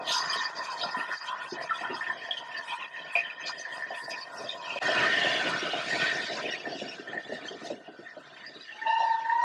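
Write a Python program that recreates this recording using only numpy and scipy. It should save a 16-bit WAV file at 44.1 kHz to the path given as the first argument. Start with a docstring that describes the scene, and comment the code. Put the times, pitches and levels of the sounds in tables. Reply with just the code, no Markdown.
"""A steam train runs past behind a hedge, heard from a field.
From the start, rough track thumps the bodies, rails roar, flanges scrape, gear rattles, steam gusts.
A valve lets off one jet; thin steel chinks, loose metal clanks, wheels knock over joints and ping.
At 4.8 s the sound breaks off for an instant and returns as a louder rush that fades.
At 8.7 s a steam whistle slides in, its two close notes beating."""
import sys
import numpy as np
from scipy import signal
from scipy.fft import rfft, irfft, next_fast_len
from scipy.io import wavfile
from scipy.ndimage import uniform_filter1d, map_coordinates

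SR = 44100
rng = np.random.default_rng(int(sys.argv[2]) if len(sys.argv) > 2 else 0)


def transcribe(u):
    """Save the signal u as a 16-bit wav file named by the first command-line argument.

    u: samples, shape (n,) or (channels, n), limited to [-1, 1]; the rate is SR.
    q: integer samples, one column per channel.
    """
    v = np.clip(np.atleast_2d(u).T, -1, 1)
    q = np.round(v * 32767).astype(np.int16)
    wavfile.write(sys.argv[1], SR, q)


N = 416285
TIME_S = np.arange(N) / SR
FREQS_HZ = np.fft.rfftfreq(N, 1 / SR)
BREAK_S = 4.789  # EARLY spectra apply before, LATE after

# Table levels are relative; each layer adds its own gain.
# slow running levels (time [s], rumble [dB], rail roar [dB], wheel ring [dB], rattle [dB])
RUNNING_LEVELS = [(0.0, -43, -41, -56, -49), (0.3, -49.5, -36.5, -36, -43), (0.7, -49, -39.5, -49, -47.5),
                  (1.2, -52, -40, -46, -45.5), (2.1, -51.5, -48, -49.5, -47), (2.6, -55, -47, -47, -50.5),
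                  (3.3, -57, -51.5, -47, -43), (4.0, -55.5, -47, -43, -58.5),
                  (4.78, -46, -52.5, -52.5, -38.5), (4.83, -43, -36.5, -34, -34.5),
                  (5.05, -36.5, -39.5, -27.5, -29), (5.4, -38.5, -34.5, -36, -33),
                  (5.75, -38.5, -40, -51, -39.5), (6.1, -41.5, -42, -30, -34.5),
                  (6.4, -44.5, -51, -48, -39.5), (6.6, -46.5, -50.5, -51, -40.5),
                  (7.25, -46, -52, -54, -49), (7.68, -51, -53.5, -54, -52), (7.78, -57, -58, -64, -53),
                  (8.15, -56, -56.5, -69, -58.5), (8.6, -59.5, -56, -54.5, -50),
                  (9.44, -57, -52.5, -59, -56)]
# slow hiss level (time [s], level [dB])
STEAM_LEVEL = [(0.0, -65.5), (.125, -32), (.25, -40), (.72, -45.5), (1.2, -61.5), (2.1, -56), (3.3, -65),
               (4.0, -56), (4.78, -49.5), (4.83, -41.5), (5.3, -41.5), (5.75, -47.5), (6.03, -40),
               (6.6, -53), (7.1, -59.5), (7.65, -54.5), (7.85, -68), (8.6, -61), (9.44, -61)]
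# brief dips in the slow levels (centre [s], length [s], depth [dB])
DIPS = [(0.55, 0.16, -6), (1.062, 0.046, -6.5), (1.188, 0.051, -10.5), (1.508, 0.054, -6.5),
        (2.178, 0.073, -4.5), (2.903, 0.055, -6.5), (3.363, 0.059, -7), (3.534, 0.049, 0),
        (4.007, 0.085, -2), (4.327, 0.12, -6), (4.598, 0.043, -7), (5.095, 0.037, -2), (6.617, 0.059, -4),
        (7.047, 0.13, -3.5), (7.803, 0.063, -2.5)]

# surges (centre [s], length [s], level [dB])
BODY_THUMPS = [(0.026, 0.031, -37.5), (0.582, 0.074, -45), (0.838, 0.075, -44), (1.612, 0.074, -40),
               (3.455, 0.065, -46.5), (3.765, 0.16, -48.5), (4.43, 0.12, -41), (4.891, 0.072, -32),
               (4.992, 0.079, -34), (5.955, 0.048, -35.5), (6.48, 0.037, -37), (6.706, 0.13, -42),
               (7.162, 0.072, -42.5)]
RAIL_ROARS = [(0.14, 0.064, -35.5), (0.353, 0.035, -37), (0.608, 0.068, -36.5), (1.022, 0.077, -34),
              (1.126, 0.03, -32), (1.36, 0.18, -40), (1.62, 0.055, -46), (1.851, 0.036, -30),
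              (1.958, 0.17, -38.5), (2.114, 0.037, -39), (2.733, 0.045, -34), (2.826, 0.066, -40),
              (3.5, 0.031, -33), (3.766, 0.062, -41.5), (4.192, 0.095, -49), (4.376, 0.16, -43),
              (4.688, 0.17, -40.5), (5.015, 0.13, -30), (6.03, 0.13, -38.5), (6.393, 0.051, -34)]
FLANGE_SCRAPES = [(0.1, 0.037, -41), (0.3, 0.037, -36.5), (0.6, 0.052, -39), (1.01, 0.16, -40),
                  (1.133, 0.037, -37), (1.611, 0.039, -35), (1.853, 0.16, -40), (2.26, 0.095, -41.5),
                  (2.577, 0.055, -36), (2.966, 0.058, -37.5), (3.273, 0.059, -51), (3.407, 0.039, -39),
                  (3.728, 0.051, -39.5), (5.926, 0.044, -28.5), (6.518, 0.058, -36.5), (7.177, 0.068, -40),
                  (7.345, 0.094, -41.5), (8.093, 0.064, -44.5), (8.456, 0.058, -40), (8.7, 0.036, -40.5)]
GEAR_SHAKES = [(0.434, 0.11, -39.5), (1.025, 0.08, -43), (1.286, 0.025, -33), (1.45, 0.055, -39.5),
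               (1.944, 0.072, -50), (2.554, 0.062, -36.5), (2.725, 0.063, -34), (2.825, 0.043, -32),
               (2.975, 0.04, -45), (3.306, 0.031, -49), (3.48, 0.093, -40.5), (3.735, 0.05, -42),
               (3.961, 0.12, -42.5), (4.12, 0.037, -47), (5.027, 0.07, -31.5), (6.053, 0.088, -27.5),
               (6.533, 0.077, -38), (8.383, 0.085, -45)]
STEAM_GUSTS = [(0.433, 0.057, -49), (0.583, 0.048, -43), (0.84, 0.16, -51), (1.01, 0.038, -52),
               (1.15, 0.072, -45.5), (1.27, 0.057, -47.5), (1.44, 0.025, -54), (1.518, 0.065, -48),
               (1.635, 0.044, -45.5), (1.815, 0.075, -51), (1.98, 0.093, -47.5), (2.384, 0.026, -50),
               (2.585, 0.017, -49), (2.713, 0.09, -49.5), (2.98, 0.053, -63), (3.18, 0.072, -51),
               (3.486, 0.041, -37.5), (3.616, 0.069, -48), (3.76, 0.11, -53), (4.115, 0.032, -42),
               (4.18, 0.066, -47.5), (4.447, .13, -50), (5.5, 0.025, -41), (5.906, 0.05, -42),
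               (6.35, 0.06, -46.5), (6.53, 0.041, -46), (6.843, 0.23, -49), (7.347, 0.046, -48.5),
               (7.479, 0.051, -48), (7.68, 0.077, -48), (8.64, .05, -69)]
STEAM_SPITS = [(0.15, 0.093, -50.5), (0.34, 0.025, -53), (1.0, 0.096, -61), (1.45, 0.072, -67),
               (1.816, 0.056, -65), (2.68, 0.09, -66), (3.148, 0.04, -57.5), (3.495, 0.035, -71),
               (3.763, 0.081, -63), (4.002, 0.1, -56.5), (4.107, 0.038, -57), (4.365, 0.09, -62),
               (5.5, 0.021, -55), (5.595, 0.017, -68), (7.357, 0.023, -71), (7.66, 0.043, -66)]

# spectra (frequency [Hz], gain [dB])
BODY_EARLY = [(15, -70), (25, -38), (64, -35), (145, -7), (193, -10.5), (312, -6), (355, -7), (435, -6),
              (541, -3), (692, 6), (800, -6.5), (1040, -69), (1760, -120)]
BODY_LATE = [(15, -70.5), (25, -49), (81, -28), (140, -10), (205, -10.5), (270, -6.5), (355, -4.5),
             (565, -6), (625, 0), (702, 2.5), (800, -10.5), (1040, -16.5), (1760, -120)]
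STEAM_RUSH = [(2350, -26.5), (4000, 2.5), (4710, 4.5), (5780, -7), (6130, -4), (8130, -16.5), (9980, -20),
              (11100, -35), (14400, -69.5), (22000, -120)]
TOP_ROLLOFF = [(10000, -6), (12500, -12)]

# resonances (frequency [Hz], half-width [Hz], gain [dB])
RAIL_MODES_EARLY = [(1004.5, 83, 3.5), (1265, 38, -5), (1427, 28, -0.5), (1545, 73, -6.5)]
RAIL_MODES_LATE = [(1009, 53, -0.5), (1354, 200, -0.5), (1531, 57, 7)]
WHEEL_MODES_EARLY = [(1821, 40, 16), (1851, 114, 8.5), (2130, 200, -28)]
WHEEL_MODES_LATE = [(1819, 57, 3), (1980, 110, -13.5), (1960, 67, -17)]
GEAR_MODES_EARLY = [(2516, 150, 14.5), (3070, 83, -6), (3142, 210, 12.5), (3870, 170, -0.5)]
GEAR_MODES_LATE = [(2250, 580, 2.2), (2570, 140, 4.1), (2850, 107, 7.2), (3220, 300, 0.5), (3510, 250, 1.3)]
IRONWORK_MODES_EARLY = [(3770, 140, -3.5), (4390, 220, -2), (4870, 173, 5), (5530, 220, -5.5),
                        (6320, 230, -7), (7100, 220, -11.5), (4960, 850, -13.5)]
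IRONWORK_MODES_LATE = [(3780, 200, 7.6), (4640, 220, 1.5), (5460, 150, 8.5), (6320, 370, 2.2),
                       (7370, 220, 4.8)]
WHISTLE_STEAM_MODES = [(700, 85, 1), (1064, 83, -2), (1615, 44, -8.5), (2800, 160, -21), (3940, 240, -14.5),
                       (4760, 300, -22.5), (5600, 130, -20), (6770, 200, -28)]

# grazes on thin steel (centre [s], level [dB], pitch [Hz])
STEEL_CHINKS = [(.102, -40, 6316), (.131, -42, 5512), (.145, -38, 6340), (.189, -39, 6170),
                (.308, -42.5, 6330), (.34, -35.5, 4970), (.389, -35.5, 3750), (.456, -33, 4800),
                (.585, -39, 4880), (.798, -40.5, 4421), (0.823, -37, 3230), (.839, -34, 4910),
                (.925, -42, 5000), (.998, -40, 2620), (1.178, -42.5, 4770), (1.225, -42, 4800),
                (1.76, -41, 3445), (1.917, -42.5, 2750), (1.95, -43, 4940), (1.974, -45, 3300),
                (2.584, -40.5, 4630), (3.416, -53, 6258), (3.483, -43, 4340), (3.609, -43, 6170),
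                (4.046, -43, 4680), (4.142, -37, 2490), (4.226, -40.5, 4580), (4.391, -44.5, 5520),
                (5.47, -33, 2830), (5.596, -42, 5570), (6.525, -43.5, 5560), (6.731, -42.5, 4540),
                (6.897, -42.5, 5370), (6.925, -43, 2650), (6.944, -49, 2420), (7.094, -48, 3200),
                (7.486, -51, 6144), (8.492, -55, 4850), (8.56, -47.5, 3900), (8.633, -50, 4880),
                (8.886, -45, 3830)]
# loose metal strikes (time [s], level [dB], pitch [Hz])
METAL_CLANKS = [(0.297, -25, 4830), (0.33, -25, 3160), (.725, -30, 945), (.812, -27, 3800),
                (0.833, -28, 1384), (.942, -26, 1000), (1.282, -31, 998), (1.309, -29, 1031),
                (1.415, -35, 1447), (1.708, -19.5, 1340), (2.308, -20, 3250), (2.369, -28.5, 3104),
                (2.383, -29.5, 3090), (3.152, -14, 2445), (3.154, -23.5, 690), (3.182, -20, 2490),
                (3.201, -27, 2530), (3.298, -29.5, 2530), (4.49, -24.5, 3650), (4.702, -28.5, 2760),
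                (5.038, -26, 1253), (6.812, -37, 2830), (7.482, -31, 3150), (8.463, -38, 4820),
                (8.607, -40.5, 3900), (8.722, -36.5, 2730), (8.864, -29, 2780), (9.017, -31, 2815)]
# wheels on rail joints (time [s], level [dB], pitch [Hz], frame thud [dB])
JOINT_KNOCKS = [(0.356, -31, 660, -40.5), (0.856, -40, 200, -49), (0.966, -34.5, 253, -43),
                (1.521, -28, 358, -40), (1.808, -31, 720, -40.5), (1.897, -28.5, 385, -32.5),
                (2.286, -31.5, 711, -55), (3.904, -27.5, 675, -50), (3.921, -31.5, 689, -59),
                (4.079, -31, 676, -49), (4.115, -34, 685, -53), (4.393, -36.5, 423, -52),
                (4.758, -28, 568, -42), (4.814, -22, 745, -50), (4.878, -22, 703, -46),
                (5.243, -25, 564, -40), (5.345, -26.5, 635, -45), (5.625, -28, 352, -40),
                (5.687, -33, 673, -42), (5.732, -21.5, 703, -33), (6.303, -31, 627, -40),
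                (6.44, -28, 608, -33), (6.665, -31, 703, -33), (6.75, -33, 280, -41),
                (6.814, -29, 610, -28.5), (6.99, -33.5, 393, -40), (7.13, -35, 725, -40),
                (7.293, -32.5, 428, -38), (7.32, -26.5, 632, -32), (7.506, -35, 389, -38),
                (7.543, -38, 396, -42), (7.615, -36, 290, -40), (7.701, -25.5, 590, -32),
                (7.877, -37.5, 715, -39.5), (7.988, -36, 352, -41), (8.166, -35, 611, -44.5),
                (8.556, -43, 380, -43)]
# struck wheels (time [s], level [dB])
WHEEL_PINGS = [(0.405, -25), (0.452, -30), (1.114, -24), (1.583, -30), (1.694, -26), (2.008, -26),
               (2.022, -32), (2.065, -27.5), (2.098, -23), (2.247, -35), (3.25, -31.5), (3.649, -28),
               (3.822, -26), (5.092, -35), (5.139, -28), (5.178, -33), (5.225, -26), (5.535, -25),
               (6.195, -30), (6.653, -28), (7.073, -33), (7.13, -30.5), (7.452, -33), (8.815, -27.5),
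               (9.246, -32), (9.296, -24)]
# whistle's lower note (time [s], level [dB], pitch [Hz])
WHISTLE_GLIDE = [(8.70, -66, 815), (8.785, -45, 855), (8.852, -39, 890), (8.868, -22, 893),
                 (8.97, -23.5, 899), (9.12, -22.5, 900), (9.225, -33.5, 897), (9.29, -26.5, 908),
                 (9.315, -23, 917.5), (9.44, -21.5, 944)]
# whistle partials (harmonic [-], level [dB], fuzz [0-1])
WHISTLE_PARTIALS = [(1, 0, 0.18), (2, -10.5, 0.5), (3, -30.5, 1)]


def amp(db):
    """Decibels to gain."""
    return 10 ** (np.asarray(db) / 20)


def unit(x):
    """Scale to rms 1."""
    return x / np.sqrt(np.mean(x ** 2) + 1e-20)


def curves(rows):
    """Each column of a time table, linearly interpolated."""
    times_s, *columns = np.transpose(rows)
    return [np.interp(TIME_S, times_s, column) for column in columns]


def add(mix, start_s, sound):
    """Mix a sound in at start_s."""
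    part = mix[round(start_s * SR):][:len(sound)]
    part += sound[:len(part)]


def butter(x, order, cutoff_hz, kind="lowpass"):
    """Butterworth filter."""
    return signal.sosfilt(signal.butter(order, cutoff_hz, kind, fs=SR, output="sos"), x)


def spectrum(points):
    """Gain per frequency, interpolated over log frequency."""
    hz, db = np.transpose(points)
    return amp(np.interp(np.log(FREQS_HZ + 1), np.log(hz), db))


def resonances(modes):
    """Gain per frequency of resonance peaks with broad, slowly falling skirts."""
    peaks = (amp(db) / (1 + ((FREQS_HZ - hz) / half_hz) ** 2) for hz, half_hz, db in modes)
    return np.sqrt(sum(peak ** 2 for peak in peaks))


def colour(x, gain):
    """Filter by a gain per frequency; rms 1."""
    size = next_fast_len(N, True)
    bin_gain = np.interp(np.fft.rfftfreq(size, 1 / SR), FREQS_HZ, gain)
    return unit(irfft(rfft(x, size) * bin_gain, size)[:N])


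def two_colours(x, early, late):
    """One colour before the break, another after."""
    return np.where(TIME_S < BREAK_S, colour(x, early), colour(x, late))


def wander(rate_hz):
    """Random curve moving at about rate_hz; rms 1."""
    steps = rng.standard_normal(8192)
    return unit(map_coordinates(steps, [TIME_S * 2 * rate_hz], order=1, mode="wrap"))


def drifting(x, spread, rate_hz):
    """Let the pitch stray by the rms fraction spread."""
    position = np.arange(N) + np.cumsum(spread * wander(rate_hz))
    return map_coordinates(x, [position], order=1, mode="mirror")


def hump(centre_s, length_s, lean=0.0):
    """Height 1, length_s wide at half height; lean speeds the rise and slows the fall."""
    offset = 2 * (TIME_S - centre_s) / length_s + lean
    return np.exp2(-np.minimum((offset / (1 + lean * np.sign(offset))) ** 2, 60))


def envelope_db(slow_db, surges, flutter_db, flutter_hz, lean=0.0):
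    """Slow level with flutter and dips, power-summed with its surges."""
    dips_db = sum(db * hump(s, length_s) for s, length_s, db in DIPS)
    bed_db = slow_db + flutter_db * wander(flutter_hz) + dips_db
    surge_power = sum((amp(db) * hump(s, length_s, lean)) ** 2 for s, length_s, db in surges)
    return 10 * np.log10(amp(bed_db) ** 2 + surge_power)


def patchy(patch_db, patch_hz, patch_s, drift_db=2.5):
    """Noise uneven in small time-frequency patches; its colour drifts as cars go by."""
    hz, t, bins = signal.stft(rng.standard_normal(N), SR, nperseg=512)

    def hills(step_hz, step_s):
        """Random time-frequency relief; rms 1."""
        grid = np.meshgrid(hz / step_hz, t / step_s, indexing="ij")
        return unit(map_coordinates(rng.uniform(-1, 1, (256, 1024)), grid, order=1, mode="wrap"))

    depth_db = np.interp(t, TIME_S, patch_db * np.ones(N))
    bins *= amp(depth_db * hills(patch_hz, patch_s) + drift_db * hills(step_hz=190, step_s=.22))
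    bins /= np.exp((depth_db * np.log(10) / 20) ** 2)  # same mean power at any depth
    return unit(signal.istft(bins, SR, nperseg=512)[1][:N])


def impacts(per_s, spread_db):
    """Small random blows; spread_db scales the scatter in size."""
    size = amp(spread_db * np.minimum(rng.exponential(1, N), 3))
    return unit(size * rng.choice([-1, 1], N) * (rng.random(N) < per_s / SR))


def clinks(low_hz, high_hz, t60_s, spread_db, count):
    """Tiny grazing contacts, each ringing roughly at its own pitch."""
    when, pitch, size, start_turns = rng.random((count, 4)).T[:, :, None]
    t = np.arange(2048) / SR
    hz = low_hz + pitch * (high_hz - low_hz)
    envelope = amp(spread_db * size - 60 * t / t60_s) * (1 - np.exp(-t / .004))
    scrape_turns = np.cumsum(rng.uniform(-.02, .02, (count, len(t))), 1)
    grains = envelope * np.sin(2 * np.pi * (hz * t + start_turns + scrape_turns))
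    places = (when * N).astype(int) + np.arange(len(t))
    return unit(np.bincount(places.ravel(), grains.ravel(), N)[:N])


def narrow_noise(samples, half_width_hz):
    """Complex low-passed noise, to roughen a note."""
    return butter(rng.standard_normal(samples) + 1j * rng.standard_normal(samples), 2, half_width_hz)


def strike(hz, t60_s, rise_s, chatter_db, chatter_hz, chatter_t60_s):
    """A struck part swells, rings down and chatters in a narrow band; peak 1."""
    t = np.arange(SR // 3) / SR
    noise = narrow_noise(len(t), chatter_hz)
    chatter = amp(chatter_db - 60 * t / chatter_t60_s) * noise / noise.std()
    ring = (amp(-60 * t / t60_s) + chatter) * np.exp(2j * np.pi * hz * t)
    sound = ring.real * (1 - np.exp(-(t / rise_s) ** 2))
    return sound / abs(sound).max()


def crowding(rumble_db, midpoint_db=-42.0, range_db=9):
    """0-1: the louder the train, the more its small sounds merge into an even rush."""
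    return np.clip(0.5 + (uniform_filter1d(rumble_db, size=20000) - midpoint_db) / range_db, 0, 1)


def unevenness(crowd):
    """Scale on level fluctuations; smallest in the rush."""
    return 1 - .7 * crowd


def merged(grains, wash, crowd):
    """Equal-power blend; grains stand out most while the train is quiet."""
    share = .4 - .2 * crowd
    return np.sqrt(share) * grains + np.sqrt(1 - share) * wash


def rumble(level_db, gain_db=1.12):
    """Rough track thumps the heavy frames and bodies."""
    rolling = patchy(patch_db=3.5, patch_hz=380, patch_s=.025)
    drive = unit(rolling + amp(-2) * impacts(per_s=140, spread_db=0))
    return amp(level_db + gain_db) * two_colours(drive, spectrum(BODY_EARLY), spectrum(BODY_LATE))


def rails(level_db, gain_db=0.35):
    """Rolling contact keeps the rails roaring."""
    rolling = patchy(patch_db=3, patch_hz=159, patch_s=.05)
    drive = unit(rolling + amp(-8) * impacts(per_s=300, spread_db=5))
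    roar = two_colours(drive, resonances(RAIL_MODES_EARLY), resonances(RAIL_MODES_LATE))
    return amp(level_db + gain_db) * drifting(roar, spread=.018, rate_hz=6)


def wheels(level_db, gain_db=0.67):
    """Grit and flange contact ring the steel wheels, no two alike."""
    drive = unit(impacts(per_s=480, spread_db=-2) + amp(-3) * rng.standard_normal(N))
    ring = two_colours(drive, resonances(WHEEL_MODES_EARLY), resonances(WHEEL_MODES_LATE))
    return amp(level_db + gain_db) * drifting(ring, spread=.00892, rate_hz=8.7)


def rattle(level_db, crowd, gain_db=-3):
    """Rods, links and brake gear chatter; after the break the highest treble is softer."""
    colours = resonances(GEAR_MODES_EARLY), resonances(GEAR_MODES_LATE) * spectrum(TOP_ROLLOFF)
    grains = clinks(2000, 4600, t60_s=.08, spread_db=12, count=2200)
    wash = patchy(patch_db=9.5 * unevenness(crowd), patch_hz=263.8, patch_s=.028, drift_db=-2.9)
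    chatter = merged(two_colours(grains, *colours), two_colours(wash, *colours), crowd)
    return amp(level_db + gain_db) * chatter


def steam(level_db, crowd, flutter_db=1.34):
    """Gusts ring in the ironwork and jingle; in the loud rush they merge into a sputtering hiss."""
    rush_gain = spectrum(STEAM_RUSH)
    colours = resonances(IRONWORK_MODES_EARLY), rush_gain * (1 + resonances(IRONWORK_MODES_LATE))
    grains = clinks(3400, 10000, t60_s=.045, spread_db=16, count=3000)
    wash = two_colours(patchy(patch_db=4, patch_hz=330, patch_s=.024, drift_db=3.5), *colours)
    wash = unit(drifting(wash, spread=.008, rate_hz=7))
    gusts = amp(flutter_db * wander(rate_hz=18)) * merged(two_colours(grains, *colours), wash, crowd)
    sputter = amp(-4) * impacts(per_s=550, spread_db=4) + amp(-9) * grains
    rush = colour(patchy(patch_db=2.5, patch_hz=422, patch_s=.016, drift_db=3) + sputter, rush_gain)
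    return amp(level_db) * (np.sqrt(1 - crowd) * gusts + np.sqrt(crowd) * rush)


def fizz(steam_db, early_db=-73, late_db=-85, follow=0.57, reference_db=-54, cap_db=-44):
    """Thin, grainy fizz follows the steam until the break, then stays faint; each spit flares it."""
    grains = clinks(6500, 12500, t60_s=.07, spread_db=12, count=2000)
    drive = patchy(patch_db=3.5, patch_hz=700, patch_s=.03) + amp(-7) * grains
    sound = colour(drive, resonances([(8500, 2500, 0)]) ** 1.7)
    following_db = early_db + follow * (np.minimum(steam_db, cap_db) - reference_db)
    bed_db = np.where(TIME_S < BREAK_S, following_db, late_db)
    return amp(envelope_db(bed_db, STEAM_SPITS, flutter_db=4, flutter_hz=17, lean=.35)) * sound


def valve_jet(start_s=0.057, swell_s=0.046, level_db=-30, spray_db=-21):
    """A valve lets off one hollow jet of steam with fine spray on top."""
    age = np.maximum(TIME_S - start_s, 0) / swell_s
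    rush = colour(rng.standard_normal(N), resonances([(3400, 850, 0)]) ** 2)
    spray = colour(rng.standard_normal(N), resonances([(7000, 4400, 0)]))
    return amp(level_db) * (age * np.exp(1 - age)) ** 2 * (rush + amp(spray_db) * spray)


def chinks(length_s=0.026):
    """Grazed thin steel swells and dies as a short, rough note."""
    out, t = np.zeros(N), np.arange(SR // 8) / SR
    middle_s = t.mean()
    swell = np.exp2(-(2 * (t - middle_s) / length_s) ** 2)
    for centre_s, db, hz in STEEL_CHINKS:
        rough = (narrow_noise(len(t), half_width_hz=120) * np.exp(2j * np.pi * hz * t)).real
        note = unit(swell * rough) * np.sqrt(np.mean(swell ** 2))
        add(out, centre_s - middle_s, amp(db) * note)
    return out


def clanks(t60_cycles=170, max_t60_s=0.18, crack_db=-31, crack_rise_s=.004, crack_t60_s=0.17):
    """Couplings and rods strike with a soft crack and ring briefly."""
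    out, t = np.zeros(N), np.arange(SR // 6) / SR
    crack_envelope = (1 - np.exp(-t / crack_rise_s)) * amp(crack_db - 60 * t / crack_t60_s)
    for start_s, db, hz in METAL_CLANKS:
        t60_s = min(t60_cycles / hz, max_t60_s)
        ring = strike(hz, t60_s, rise_s=.0023, chatter_db=-8.5, chatter_hz=151, chatter_t60_s=.16)
        crack = crack_envelope * butter(rng.standard_normal(len(t)), 4, cutoff_hz=5500)
        add(out, start_s, amp(db) * ring)
        add(out, start_s, amp(db) * crack)
    return out


def knocks(frame_hz=350, frame_gain_db=1, low_cut_hz=140):
    """Each rail joint gives a dull knock; the bogie frame thuds with it."""
    out = np.zeros(N)
    for start_s, db, hz, thud_db in JOINT_KNOCKS:
        knock = strike(hz, t60_s=.08, rise_s=.0022, chatter_db=-3.5, chatter_hz=110, chatter_t60_s=.11)
        thud = strike(frame_hz, t60_s=.013, rise_s=.0046,
                      chatter_db=-13, chatter_hz=113, chatter_t60_s=.22)
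        add(out, start_s, amp(db) * knock + amp(thud_db + frame_gain_db) * thud)
    return butter(out, 3, low_cut_hz, "highpass")


def pings(wheel_hz=1807, detune=0.0087):
    """Struck wheels all ring close to one note."""
    out = np.zeros(N)
    pitches_hz = wheel_hz * (1 + detune * rng.standard_normal(len(WHEEL_PINGS)))
    for (start_s, db), hz in zip(WHEEL_PINGS, pitches_hz):
        ring = strike(hz, t60_s=.12, rise_s=.0015, chatter_db=-9, chatter_hz=150, chatter_t60_s=.29)
        add(out, start_s, amp(db) * ring)
    return out


def brief_break(depth_db=-30, return_s=0.035):
    """The level drops at once and swells back."""
    since_s = TIME_S - BREAK_S
    dip_db = depth_db * np.clip(1 - since_s / return_s, 0, 1) * (since_s > 0)
    return uniform_filter1d(amp(dip_db), 64)


def whistle(gain_db=-4.5, beat_hz=28.17, upper_db=-3, waver=0.0015, fuzz_hz=65, mellow_db_per_s=4):
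    """Two close notes beat as pitch climbs with pressure; the upper is purer, and both mellow."""
    level_db, hz = curves(WHISTLE_GLIDE)
    since_s = np.maximum(TIME_S - WHISTLE_GLIDE[0][0], 0)
    out = np.zeros(N)
    for note_hz, note_db in ((hz, 0), (hz + beat_hz, upper_db)):
        turns = np.cumsum(note_hz * (1 + waver * wander(rate_hz=25.25))) / SR
        for harmonic, db, fuzz in WHISTLE_PARTIALS:
            in_phase = unit(1 + fuzz * wander(fuzz_hz))
            quadrature = fuzz * wander(fuzz_hz) / np.sqrt(1 + fuzz ** 2)
            partial = ((in_phase + 1j * quadrature) * np.exp(2j * np.pi * harmonic * turns)).real
            out += amp(db + harmonic * note_db - mellow_db_per_s * (harmonic - 1) * since_s) * partial
    return np.sqrt(2) * amp(level_db + gain_db) * out * (since_s > 0)


def whistle_steam(gain_db=-21, flutter_db=4, rasp_db=-40):
    """Steam flutters past the whistle's lip, with a soft top, and rasps as the note catches."""
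    level_db, _ = curves(WHISTLE_GLIDE)
    flow = patchy(patch_db=5, patch_hz=320, patch_s=.025)
    rush = colour(flow, resonances(WHISTLE_STEAM_MODES) * spectrum(TOP_ROLLOFF))
    rasp = colour(rng.standard_normal(N), resonances([(2790, 150, 0)]) ** 2)
    rush *= amp(level_db + gain_db + flutter_db * wander(rate_hz=14))
    rasp *= amp(rasp_db) * hump(centre_s=8.93, length_s=.12)
    return (rush + rasp) * (TIME_S > WHISTLE_GLIDE[0][0])


def scene():
    """The passing train, mono."""
    rumble_db, rail_db, wheel_db, rattle_db = curves(RUNNING_LEVELS)
    steam_db, = curves(STEAM_LEVEL)
    crowd = crowding(rumble_db)
    uneven = unevenness(crowd)
    running = rumble(envelope_db(rumble_db, BODY_THUMPS, flutter_db=3.1 * uneven, flutter_hz=11))
    running += rails(envelope_db(rail_db, RAIL_ROARS, flutter_db=2.16 * uneven, flutter_hz=9))
    running += wheels(envelope_db(wheel_db, FLANGE_SCRAPES, flutter_db=2.1 * uneven, flutter_hz=11))
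    running += rattle(envelope_db(rattle_db, GEAR_SHAKES, flutter_db=1.9 * uneven, flutter_hz=8), crowd)
    hiss_db = envelope_db(steam_db, STEAM_GUSTS, flutter_db=.78 * uneven, flutter_hz=9.7, lean=.31)
    blowing = steam(hiss_db, crowd) + valve_jet() + fizz(hiss_db) + whistle() + whistle_steam()
    hits = knocks() + pings() + clanks() + chinks()
    return ((running + blowing + hits) * brief_break())[None]


def record(dry, low_cut_hz=58, high_cut_hz=15700):
    """Bass cut and band limit."""
    taps = signal.firwin(511, high_cut_hz, window=("kaiser", 9), fs=SR)
    return signal.oaconvolve(butter(dry, 2, low_cut_hz, "highpass"), taps[None], "same")


dry = scene()
out = record(dry)
transcribe(out)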